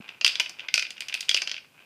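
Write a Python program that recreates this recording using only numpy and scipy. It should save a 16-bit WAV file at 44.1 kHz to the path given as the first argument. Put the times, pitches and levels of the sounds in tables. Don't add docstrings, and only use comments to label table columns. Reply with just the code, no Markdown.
import sys
import numpy as np
from scipy import signal
from scipy.fft import rfft, irfft, next_fast_len
from scipy.io import wavfile
from scipy.ndimage import uniform_filter1d

SR = 44100
rng = np.random.default_rng(int(sys.argv[2]) if len(sys.argv) > 2 else 0)


def store_wav(level_fs):
    pcm = np.round(np.clip(np.atleast_2d(level_fs), -1, 1) * 32767)
    wavfile.write(sys.argv[1], SR, pcm.T.astype(np.int16))


N = 81585
TIME = np.arange(N) / SR
BANDS = 31.25 * 2 ** np.arange(0, 9.1, .25)


def from_db(db):
    return 10 ** (np.asarray(db) / 20)


def at_hz(points, hz):
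    frequencies, values = np.transpose(points)
    return np.interp(np.log(hz), np.log(frequencies), values)


def unit(x):
    return x / np.sqrt(np.sum(x ** 2) + 1e-20)


def band(x, hz):
    edges = hz * 2 ** np.array([-.125, .125])
    return signal.sosfilt(signal.butter(2, edges, "band", fs=SR, output="sos"), x + 1e-18)


def causal(gain):
    cepstrum = irfft(np.log(gain + 1e-9))
    half = len(cepstrum) // 2
    cepstrum[1:half] *= 2
    cepstrum[half + 1:] = 0
    return np.exp(rfft(cepstrum))


def room_tone():
    # frequency in Hz, level per band in dB.
    floor = [(50, -82.5), (130, -74.5), (600, -78), (3000, -78), (14000, -77.5)]
    white = rng.standard_normal((2, N))
    bands = (from_db(at_hz(floor, hz)) * unit(band(white[k % 2], hz)) for k, hz in enumerate(BANDS))
    return np.sqrt(N) * sum(bands)


def room_echo(x):
    # frequency in Hz, relative level in dB.
    colour = [(200, -12.5), (2500, -6.5), (3400, -9), (4800, -0.5), (6000, -11), (9000, -4.5), (14000, -3)]
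    # frequency in Hz, seconds to fade by 60 dB.
    fade_times = [(300, 0.57), (4000, 0.3), (15000, 0.26)]
    delay_s, early_s = 0.0028, 0.0067
    age = np.maximum(TIME[:SR // 2] - delay_s, 0)
    early_boost = 1 + np.exp(-age / early_s)
    white = rng.standard_normal((2, len(age)))
    tail = 0
    for k, hz in enumerate(BANDS):
        envelope = (age > 0) * from_db(-60 * age / at_hz(fade_times, hz)) * early_boost
        gain = from_db(at_hz(colour, hz)) * np.sqrt(.35 * hz / SR)
        tail = tail + gain * unit(band(white[k % 2] * envelope, hz))
    return signal.fftconvolve(x, tail)[:N]


def thump():
    start_s, level_db, pitch_hz, fade_s = 0.0022, -32, 213, 0.033
    t = np.maximum(TIME - start_s, 0)
    return from_db(level_db - 60 * t / fade_s) * np.sin(2 * np.pi * pitch_hz * t)


def tube_ring(x, notes, detune=0):
    out = 0
    for hz, db, fade_s in notes:
        decay = from_db(-60 / (fade_s * SR))
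        angle = 2 * np.pi * hz * (1 + detune * (rng.random() - .5)) / SR
        feedback = [1, -2 * decay * np.cos(angle), decay * decay]
        out = out + from_db(db) * signal.lfilter([1 - decay, 0, decay - 1], feedback, x + 1e-18)
    return out


def column_ring(hits):
    # pitch in Hz, gain in dB, seconds to fade by 60 dB.
    notes = [(1500, 10, 0.061), (2445, -4, 0.13)]
    in_column = (TIME > 0.63) & (TIME < 1)
    return tube_ring(hits * in_column, notes)


def rolling():
    # time in seconds, level in dB.
    loudness = [(0, -53), (.11, -50.5), (.2, -65), (.33, -48.5), (.55, -60), (.64, -46.5), (.72, -70.5),
                (.99, -58), (1.12, -51.5), (1.27, -55), (1.56, -56.5), (1.62, -73), (1.65, -56),
                (1.68, -78.5), (1.79, -56), (1.85, -63)]
    # frequency in Hz, relative level per band in dB.
    colour = [(180, -21), (1050, -7), (1550, -8), (1900, -9.5), (2500, 6), (3200, -2), (3900, -11),
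              (4900, -14.5), (6500, -20), (14000, -44)]
    bumps_per_s, spread_db = 470, 3.5
    heights = from_db(spread_db * np.minimum(rng.exponential(1, N), 3)) * rng.choice([-1, 1], N)
    bumps = heights * (rng.random(N) < bumps_per_s / SR)
    size = next_fast_len(N) * 2
    hz = np.fft.rfftfreq(size, 1 / SR) + 1
    gain = from_db(at_hz(colour, hz)) / np.sqrt(hz) / (1 + (150 / hz) ** 2)
    rattle = irfft(rfft(bumps, size) * causal(gain))[:N]
    return np.sqrt(N) * unit(rattle) * from_db(np.interp(TIME, *np.transpose(loudness)))


def knocks():
    # start in seconds, lower note's level in dB, lower note in Hz, upper note in Hz.
    landings = [(0.2474, -26.5, 1107, 1390), (.399, -31.5, 606, 965), (0.7776, -31, 620, 1415),
                (1.2925, -40, 343, 470), (1.345, -36, 323, 540)]
    db_per_octave, fade_s = 7, 0.024
    out = 0
    for start_s, db, low_hz, high_hz in landings:
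        t = np.maximum(TIME - start_s, 0)
        for hz, sign in ((low_hz, 1), (high_hz, -1)):
            level = from_db(db + db_per_octave * np.log2(hz / low_hz) - 60 * t / fade_s)
            attack = 1 - np.exp(-t * hz)
            out = out + sign * level * attack * np.sin(2 * np.pi * hz * t)
    return out


def clack(ring_db, pitch_hz, body_db, edge_db, snap_db, size=2048):
    # frequency in Hz, relative level in dB.
    plastic = [(180, -16), (330, -14), (620, -6), (1350, -7.5), (1600, -19.5), (2600, -7.5), (3300, -7),
               (3900, -10), (4800, 1.5), (5600, -1.5), (7200, 1.5), (8800, 5.5), (11000, -4), (14500, -8.5)]
    chatter_s, release_s, after_s, thud_s, snap_s = 0.0025, 0.0006, 0.005, 0.0091, 0.001
    ring_octaves, spread_db = 0.12, 2
    t, hz = np.arange(size) / SR, np.fft.rfftfreq(size, 1 / SR) + 1
    noise = rng.standard_normal((3, size))
    burst = np.exp(-np.maximum(t - chatter_s, 0) / release_s)
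    chatter = noise[0] * (burst + from_db(-17) * np.exp(-t / after_s))
    chatter[0] += 3.3
    thud = noise[1] * np.exp(-t / thud_s)
    snap = noise[2] * np.exp(-t / snap_s)
    low, high = 1 / (1 + (hz / 1200) ** 4), 1 / (1 + (7500 / hz) ** 8)
    parts = (low, thud), ((1 - low) * (1 - high), chatter), (high, snap)
    spectrum = sum(causal(share) * rfft(unit(part)) for share, part in parts)
    outline = np.sqrt(uniform_filter1d(abs(spectrum) ** 2, size=21) + 1e-9)
    balance = [(1150, body_db), (1800, 0), (3700, 0), (4400, edge_db), (6000, edge_db), (8300, snap_db)]
    db = at_hz(plastic, hz) + at_hz(balance, hz)
    db += ring_db * np.exp(-.5 * (np.log2(hz / pitch_hz) / ring_octaves) ** 2)
    db += spread_db * np.interp(hz, BANDS, rng.standard_normal(len(BANDS)))
    radiated = np.sqrt(SR / hz) / (1 + (190 / hz) ** 4)
    return irfft(spectrum * causal(from_db(db) * radiated / outline))


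def marble_hits(pieces=5):
    # start in seconds, relative level in dB, pitch in Hz,
    # then the boost or cut in dB of the body (lows), edge (highs) and snap (very top).
    clacks = [(0.2118, -14, 2700, -18.5, -6, -36), (0.2462, -3, 3020, -28.5, -0.5, -24),
              (0.2633, -4.5, 2620, -28, -10, -19.5), (0.2778, -7.5, 3530, -27.5, -6, -26),
              (0.3548, -13, 3370, -27.5, -7, -31), (0.398, -7, 2230, -26, -3.5, -28),
              (0.4015, -6.5, 3050, -22.5, -15.5, -25), (0.4948, -31.5, 3640, -6, 4.5, -9.5),
              (0.6848, -14, 2150, -23.5, -12, -42), (0.7408, -4.5, 2450, -25.5, -1.5, -19),
              (0.7568, -15.5, 2800, -28.5, -3, -21), (0.7775, -7, 2430, -29, -8, -25),
              (0.7946, -11, 2450, -36.5, -3, -26), (0.824, -12, 2420, -25, -10, -32),
              (0.9058, -20.5, 3240, -23, -7, -21.5), (1.0061, -15.5, 2840, -26, -8, -17),
              (1.0842, -18.5, 2900, -29, -5.5, -19.5), (1.141, -12.5, 2550, -27.5, -6.5, -18),
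              (1.2073, -15.5, 3540, -36, -4, -16.5), (1.292, -3.5, 3360, -36.5, -6.5, -26.5),
              (1.313, -8.5, 3330, -26, -8.5, -29), (1.3445, -7, 2920, -22.5, -2, -25),
              (1.3652, -11, 2700, -28, -15, -26), (1.3728, -10, 2590, -46, -13.5, -24.5),
              (1.4187, -12, 2620, -18.5, -1.5, -26), (1.474, -13, 3000, -22, -7, -32),
              (1.4948, -18, 2900, -42.5, -9, -36), (1.5145, -14, 3200, -22.5, -3, -33)]
    # start in seconds, relative level in dB.
    nudges = [(0.0792, -29.5), (0.0897, -20.5), (0.2915, -14.5), (0.4589, -17), (0.5877, -30),
              (0.594, -19.5), (0.6037, -21), (0.8288, -25), (0.8507, -20), (0.8664, -21.5), (0.968, -28),
              (0.9795, -26), (1.0203, -17.5), (1.0963, -17.5), (1.1253, -17), (1.1493, -14), (1.1743, -20),
              (1.2278, -19.5), (1.2854, -20), (1.3847, -18), (1.5424, -18), (1.5651, -22), (1.579, -20.5)]
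    nudge_hz, body_db, edge_db, snap_db = 2697, -28, -18, -41.5
    soft = [(start_s, db, nudge_hz * 2 ** rng.normal(0, 0.12), body_db, edge_db, snap_db)
            for start_s, db in nudges]
    out = np.zeros((pieces, N + SR))
    for k, (start_s, db, *colour) in enumerate(list(clacks) + soft):
        ring_db = max(11.5 + 0.24 * db, 0)
        hit = 20 * from_db(db - 12.5) * clack(ring_db, *colour)
        start = int(start_s * SR)
        out[k % pieces, start:start + len(hit)] += hit
    return out[:, :N]


def scene():
    # pitch in Hz, gain in dB, seconds to fade by 60 dB.
    tube_notes = [(1553, 6.5, 0.021), (2043, -5.5, 0.044), (2450, -4.5, 0.026)]
    hits = marble_hits()
    hollow = knocks() + column_ring(hits.sum(axis=0))
    out = thump() + room_tone() + hollow + room_echo(hollow)
    for contact in [*hits, rolling()]:
        piece = contact + tube_ring(contact, tube_notes, detune=0.029)
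        out = out + piece + room_echo(piece)
    return out[None]


def record(dry):
    low_cut_hz, high_cut_hz = 126, 15200
    thin = signal.sosfilt(signal.butter(2, low_cut_hz, "high", fs=SR, output="sos"), dry)
    return signal.sosfilt(signal.cheby1(12, .2, high_cut_hz, fs=SR, output="sos"), thin)


dry = scene()
out = record(dry)
store_wav(out)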